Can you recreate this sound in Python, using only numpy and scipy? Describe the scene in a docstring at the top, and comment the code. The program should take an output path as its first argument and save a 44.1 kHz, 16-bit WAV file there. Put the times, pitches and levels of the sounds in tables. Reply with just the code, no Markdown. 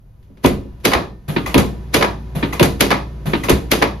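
"""Treatment table drops

The air-driven drop section of a treatment table is worked four times in a small carpeted office.
A valve thumps, the cushion is cocked, the catch lets go, the section slams down on its booming frame,
then kicks back up and clacks against its stop. The first round opens already cocked, with faint creaks.
Each hit is a noise burst, most with a metal ring. A compressor hums, at full level after round one."""
import sys
import numpy as np
from scipy import signal
from scipy.fft import rfft, irfft
from scipy.io import wavfile

SR = 44100
rng = np.random.default_rng(int(sys.argv[2]) if len(sys.argv) > 2 else 0)


def unload_wav(signal):
    """Save mono or channel-first audio to the path in sys.argv[1] as 16-bit WAV at rate SR, clipped to [-1, 1]."""
    wavfile.write(
        sys.argv[1],
        SR,
        np.round(np.clip(np.atleast_2d(signal).T, -1, 1) * 32767).astype(np.int16),
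    )


N = 176400
BANDS_HZ = np.r_[np.geomspace(32, 5800, 31), np.linspace(6700, 16000, 11)]
HIT_LENGTH_S = 0.6

# the section lands: start_s, level_db, treble_db
LANDING_HITS = [(0.4445, -2, -8), (1.542, -17, 16.5), (1.558, -1, -19), (2.595, -15, 15.5),
                (2.610, 2.5, -34), (3.484, -12.5, 2), (3.501, -5, -15.5), (3.516, -12, -11)]
# the piston kicks it back up: start_s, level_db, treble_db
KICK_HITS = [(0.849, -5.5, -8), (1.940, -3.5, -10), (2.805, -4.5, -9), (3.714, -6.5, -7)]
# tone shared by kicks, creaks and scrapes: frequency_hz, density_db
SECTION_SPECTRUM = [(50, -14.5), (400, 0.5), (700, -8.5), (1500, -9), (2300, -8), (4000, -11.5),
                    (7500, -21), (10500, -18), (12800, -24), (15500, -58)]


def amp(db):
    """Decibels to gain."""
    return 10 ** (np.asarray(db) / 20)


def curve_at(points, hz):
    """Reads a curve on a log-frequency axis."""
    frequencies, values = np.transpose(points)
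    return np.interp(np.log(hz), np.log(frequencies + 0.0012), values)


def add(mix, start_s, sound):
    """Mixes a stereo sound in at a time."""
    part = mix[:, max(round(start_s * SR), 0):][:, :sound.shape[1]]
    part += sound[:, :part.shape[1]]


def spread(mid, side, hz):
    """Left and right from mid and side, as wide as the room is at that pitch."""
    # stereo width: frequency_hz, side_minus_mid_db
    room_width = [(60, -18.5), (125, -13), (250, -10.5), (500, -5), (1000, -1), (6500, -5), (8500, 24.5),
                  (10500, 0), (15000, -18.5)]
    width = amp(curve_at(room_width, hz))
    return np.array([mid + width * side, mid - width * side]) / np.sqrt(1 + width ** 2)


def noise_bands(ripple_db=3.0, ripple_width_hz=52.1):
    """Stereo noise coloured by the table's many small resonances, in equal-power bands: bands x 2 x N."""
    hz = np.fft.rfftfreq(N, 1 / SR) + 1
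    ripple = np.interp(hz / ripple_width_hz, np.arange(4096), rng.standard_normal(4096))
    mid, side = rfft(rng.standard_normal((2, N)))
    spectrum = (spread(mid, side, hz) * amp(ripple_db * ripple * hz / (hz + 500))).astype(np.complex64)
    position = np.interp(hz, BANDS_HZ, np.arange(len(BANDS_HZ))).astype(np.float32)
    bands = (irfft(spectrum * np.maximum(1 - abs(position - k), 0), N) for k in range(len(BANDS_HZ)))
    return np.array([band / (band.std() * np.sqrt(3 / 2)) for band in bands], np.float32)


def colour(bands, spectrum, treble_db=0, trim=1):
    """Mixes the bands to a unit-power spectrum, then applies a treble shelf and a per-band trim."""
    gain = amp(curve_at(spectrum, BANDS_HZ)) * np.sqrt(BANDS_HZ)
    shelf = amp(treble_db * BANDS_HZ / (BANDS_HZ + 1500))
    gain = gain / np.linalg.norm(gain) * shelf * trim
    return np.tensordot(gain.astype(np.float32), bands, 1)


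def ring(modes, rise_s):
    """Dying modes, each reaching the two sides in its own phase; low ones swell more slowly."""
    t, out = np.arange(0, HIT_LENGTH_S, 1 / SR), 0
    for hz, db, t60_s in modes:
        attack = 1 - np.exp(-(t / (rise_s + 0.29 / hz)) ** 2)
        phase = 2 * np.pi * hz * t
        tone = spread(np.sin(phase), rng.choice([-1, 1]) * np.cos(phase), hz)
        out += amp(db - 60 * t / t60_s) * attack * tone
    return np.sqrt(2) * out


def rattle(t, depth_db=3, step_s=0.0022, fade_s=0.046):
    """An uneven gain that settles as loose parts chatter to rest after a blow."""
    chatter = np.interp(t / step_s, np.arange(1024), rng.standard_normal(1024))
    return amp(depth_db * chatter * np.exp(-t / fade_s) * np.minimum(t / step_s, 1))


def contact(bands, hits, spectrum, rise_s, t60_s, room_db, crack_db=-40, modes=(), ring_db=0):
    """One part struck again and again: a bright crack, a dense burst, any metal ring, a room tail."""
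    # room decay: frequency_hz, t60_s
    room_decay = [(60, 0.76), (130, 0.64), (260, 0.46), (700, 0.35), (1800, 0.27), (4800, .32),
                  (12000, 0.27)]
    crack_t60_s, alike = 0.019, 0.68  # alike: share of noise power that repeats from hit to hit
    t, hz = np.arange(0, HIT_LENGTH_S, 1 / SR, dtype=np.float32), BANDS_HZ[:, None]
    burst = amp(-60 * t / t60_s) + amp(crack_db - 60 * t / crack_t60_s) * hz / (hz + 4000)
    tail = amp(room_db - 60 * t / curve_at(room_decay, hz))
    attack = 1 - np.exp(-(t / (rise_s + 0.82 / hz)) ** 2)
    envelope = (np.hypot(burst, tail) * attack).astype(np.float32)
    offsets, out = rng.integers(0, N - len(t), 16), np.zeros((2, N))
    repeated = alike ** 0.5 * bands[:, :, offsets[0]:offsets[0] + len(t)]
    metal = amp(ring_db) * ring(modes, rise_s)
    for (start_s, db, treble_db), offset in zip(hits, offsets[1:]):
        fresh = (1 - alike) ** 0.5 * bands[:, :, offset:offset + len(t)]
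        blow = (repeated + fresh) * envelope[:, None]
        # hold each band to the energy of its envelope
        trim = np.sqrt(2 * (envelope ** 2).sum(1) / np.einsum("bct,bct->b", blow, blow))
        noise = rattle(t) * colour(blow, spectrum, treble_db, trim)
        add(out, start_s, amp(db) * (noise + metal * amp(treble_db / 2)))
    return out


def room_tone(bands, level_db=-44):
    """The low rumble of still room air."""
    # room air: frequency_hz, density_db
    spectrum = [(28, 3.5), (125, -7.5), (270, -31), (600, -32), (2000, -47.5), (7500, -57.5),
                (11500, -51.5), (15500, -68)]
    return amp(level_db) * colour(bands, spectrum)


def compressor(bands, waver_rad=0.71, whirr_db=-39.5):
    """The compressor's motor comes up with a wavering hum and a whirr."""
    # hum partials: pitch_hz, level_db
    partials = [(58.3, -30.5), (116.6, -44), (145.7, -40), (199, -47), (376.8, -51), (985, -59)]
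    # motor fader: time_s, gain_db
    fader = [(0, -30.5), (.65, -7), (1.2, -13.5), (1.5, -0.5), (2.5, 0.5), (4, -0.5)]
    # motor whirr: frequency_hz, density_db
    whirr = [(30, -26.5), (120, 10.5), (350, -4), (1000, -14.5), (4500, -28), (8000, -39), (11500, -38),
             (15500, -76)]
    t, knots_s, hum = np.arange(N) / SR, np.linspace(0, N / SR, 30), 0
    for hz, db in partials:
        phase = 2 * np.pi * (hz * t + rng.random())
        drift = waver_rad * np.interp(t, knots_s, rng.standard_normal(len(knots_s)))
        hum += amp(db) * np.sqrt(2) * np.sin(phase + drift)
    return amp(np.interp(t, *np.transpose(fader))) * (hum + amp(whirr_db) * colour(bands, whirr))


def air_hiss(bands, rise_s=0.0052):
    """Air escapes from the valve in short fading hisses."""
    # air puffs: start_s, level_db, t60_s
    puffs = [(1.279, -28.5, 0.7), (1.467, -29.5, 0.53), (2.349, -30, 0.82), (2.532, -27, 0.17),
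             (3.255, -28, 0.9), (3.441, -27, 0.29)]
    # hiss tone: frequency_hz, density_db
    spectrum = [(500, 16.5), (2500, 1.5), (6000, -7), (11500, -4.5), (15500, -37)]
    t = np.arange(N) / SR
    envelope = sum(amp(db - 60 * np.maximum(t - start_s, 0) / t60_s)
                   * np.clip((t - start_s) / rise_s, 0, 1) for start_s, db, t60_s in puffs)
    return envelope * colour(bands, spectrum)


def creaks(bands):
    """Upholstery and linkage creak faintly under the load."""
    # creaks: start_s, level_db, treble_db
    hits = [(.227, -58.5, 0), (.370, -35, -25), (0.8, -51.5, 1)]
    return contact(bands, hits, SECTION_SPECTRUM, rise_s=0.002, t60_s=0.071, room_db=-6)


def guide_scrape(bands, relative_db=-13.5, swell_s=0.0037):
    """The section scrapes along its guide, swelling into each kick and the first landing."""
    t = np.arange(N) / SR
    envelope = sum(amp(db + relative_db) * np.exp(-abs(hit_s - t) / swell_s) * (t < hit_s + 0.005)
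                   for hit_s, db, _ in KICK_HITS + LANDING_HITS[:1])
    return envelope * colour(bands, SECTION_SPECTRUM, treble_db=-4)


def valve(bands):
    """The air valve opens with a soft, low thump."""
    # openings: start_s, level_db, treble_db
    hits = [(1.284, -24.5, -7.5), (2.354, -22.5, -10.5), (3.263, -19.5, -13.5)]
    # thump tone: frequency_hz, density_db
    spectrum = [(60, -5), (160, 0.5), (500, -9), (1500, -14), (4000, -13), (6000, -60), (11500, -16),
                (15500, -47)]
    # valve ring: pitch_hz, level_db, t60_s
    modes = [(151.4, -3.5, 0.2), (201.2, -6.5, 0.16)]
    return contact(bands, hits, spectrum, rise_s=0.0042, t60_s=0.062, room_db=-1,
                   modes=modes, ring_db=15.5)


def cocking(bands):
    """The cushion is cocked with a ringing clunk."""
    # clunks: start_s, level_db, treble_db
    hits = [(1.362, -10, -6.5), (2.426, -11.5, -5), (3.333, -10, -6)]
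    # clunk tone: frequency_hz, density_db
    spectrum = [(60, -7.5), (330, 8.5), (550, -9), (1100, -6), (2500, -9), (4000, -13), (6000, -33.5),
                (11000, -55)]
    # mechanism ring: pitch_hz, level_db, t60_s
    modes = [(153, -5.5, 0.27), (277.4, 2, 0.23), (929, -4, 0.13), (1220, -17, 0.43), (1820, 0.5, 0.052),
             (2405, -0.5, 0.065), (3360, -10, 0.064)]
    return contact(bands, hits, spectrum, rise_s=0.0015, t60_s=0.13, room_db=-8, modes=modes, ring_db=-6)


def catch(bands):
    """The catch lets go with a bright click."""
    # releases: start_s, level_db, treble_db
    hits = [(1.458, -17.5, 7.5), (2.5244, -21, 12), (3.433, -23.5, 15)]
    # click tone: frequency_hz, density_db
    spectrum = [(350, 2.5), (700, 2), (1150, 16.5), (1600, -8), (2100, 10.5), (3000, -2), (5000, -10),
                (11500, -15), (15500, -31)]
    # catch ring: pitch_hz, level_db, t60_s
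    modes = [(1200, -9.5, 0.14), (1987, 13, 0.019)]
    return contact(bands, hits, spectrum, rise_s=0.0052, t60_s=0.04, room_db=-10.5,
                   modes=modes, ring_db=-3.5)


def piston_kick(bands):
    """The piston kicks the section back up with a hard crack."""
    # metal ring: pitch_hz, level_db, t60_s
    modes = [(1810, -26, .8), (2235, 3.5, 0.064)]
    return contact(bands, KICK_HITS, SECTION_SPECTRUM, rise_s=0.0037, t60_s=0.11, room_db=-2.5,
                   crack_db=21.5, modes=modes, ring_db=-6)


def upper_stop(bands):
    """The rising section rattles against its upper stop."""
    # clacks: start_s, level_db, treble_db
    hits = [(0.916, -9.5, 0.5), (0.933, -7.5, 8.5), (.949, -0.5, -17.5), (2.009, -9, -1), (2.0234, -7, 5.5),
            (2.043, -8, -5), (2.904, -12, 5.5), (2.911, -4.5, 4), (3.815, -7, -12), (3.822, -4.5, 3.5)]
    # clack tone: frequency_hz, density_db
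    spectrum = [(60, -11), (270, 3), (550, 1.5), (1250, 1), (1480, -7.5), (1800, -1.5), (3000, -11.5),
                (4500, -15.5), (7000, -29), (11500, -28), (15500, -67)]
    # stop ring: pitch_hz, level_db, t60_s
    modes = [(1040, -3, 0.14), (1176, -7.5, 0.23), (1677, -6.5, 0.21)]
    return contact(bands, hits, spectrum, rise_s=0.0012, t60_s=0.046, room_db=-12.5,
                   crack_db=-27.5, modes=modes, ring_db=-15.5)


def linkage_clash(bands):
    """The steel linkage clashes as the section bottoms out; the springs ring on faintly."""
    # clashes: start_s, level_db, treble_db
    hits = [(0.445, 0.5, -32.5), (0.456, -22.5, 5.5), (1.577, -3.5, -12), (2.626, -8, -5.5),
            (2.637, -8, -21), (3.493, -9.5, -3)]
    # clash tone: frequency_hz, density_db
    spectrum = [(100, -2), (500, -0.5), (3800, -8.5), (5200, -14), (8000, -14), (11500, -14),
                (13500, -25.5), (15500, -67)]
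    # spring ring: pitch_hz, level_db, t60_s
    springs = [(985, -37, 0.67), (1790, -36, 0.74), (2812, -47, 1)]
    return contact(bands, hits, spectrum, rise_s=0.0023, t60_s=0.11, room_db=-6.5,
                   crack_db=4.5, modes=springs)


def frame_boom(bands_octaves=0.48):
    """The loaded frame booms; each blow favours the modes near its own centre pitch."""
    # blows to the frame: start_s, level_db, centre_hz
    blows = [(0.295, -38.5, 221), (.652, -33.5, 322), (0.444, -7.5, 269), (0.453, -14, 97),
             (0.855, -15.5, 240), (0.953, -16, 70), (1.43, -24, 114), (1.549, -3.5, 282), (1.570, -8, 95),
             (1.581, -8.5, 220), (1.948, -18.5, 190), (2.006, -13.5, 607), (2.602, -4, 373),
             (2.615, -8.5, 126), (2.810, -12, 330), (2.919, -14.5, 278), (3.493, -8.5, 332),
             (3.519, -7.5, 91), (3.718, -19, 225), (3.816, -12, 600), (3.827, -16, 282)]
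    # frame modes: pitch_hz, level_db, t60_s
    modes = [(69.4, 4, 0.2), (122.3, -2, 0.27), (133.8, -1, .2), (151.9, -0.5, 0.2), (202.3, -4.5, 0.5),
             (268.2, -2, 0.25), (358.8, -1, 0.19), (445.7, -2, 0.17), (560.6, 4, 0.14), (681, -11, 0.11)]
    hz, mode_db, t60_s = np.transpose(modes)
    out = np.zeros((2, N))
    for start_s, db, centre_hz in blows:
        weight_db = mode_db - 20 * np.log10(1 + (np.log2(hz / centre_hz) / bands_octaves) ** 2)
        boom = ring(zip(hz, weight_db, t60_s), rise_s=0.0013)
        add(out, start_s, amp(db) / np.linalg.norm(amp(weight_db)) * boom)
    return out


def landing(bands):
    """The section slams down on its frame."""
    # slam tone: frequency_hz, density_db
    spectrum = [(50, -12), (400, 4.5), (750, -10), (1150, -5), (1500, -15.5), (2300, -9), (4000, -18.5),
                (7000, -38.5), (11500, -30), (15500, -69)]
    # slam ring: pitch_hz, level_db, t60_s
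    modes = [(693, -0.34, 0.032), (987, -1.2, 0.052)]
    return contact(bands, LANDING_HITS, spectrum, rise_s=0.0011, t60_s=0.076, room_db=-8.5,
                   crack_db=-13, modes=modes, ring_db=-5)


def scene():
    """Four drops and resets over hiss, compressor and room tone."""
    bands = noise_bands()
    lead_in = valve(bands) + cocking(bands) + creaks(bands) + catch(bands)
    drop = landing(bands) + linkage_clash(bands)
    reset = piston_kick(bands) + upper_stop(bands)
    table = lead_in + drop + reset + frame_boom() + guide_scrape(bands)
    return table + air_hiss(bands) + compressor(bands) + room_tone(bands)


def record(dry, cutoff_hz=16100):
    """A soft clip rounds off the loudest peaks; a steep low-pass trims the very top."""
    rounded = dry / (1 + dry ** 6) ** (1 / 6)
    lowpass = signal.firwin(511, cutoff_hz, window=("kaiser", 9), fs=SR)
    return signal.oaconvolve(rounded, lowpass[None], "same")


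dry = scene()
out = record(dry)
unload_wav(out)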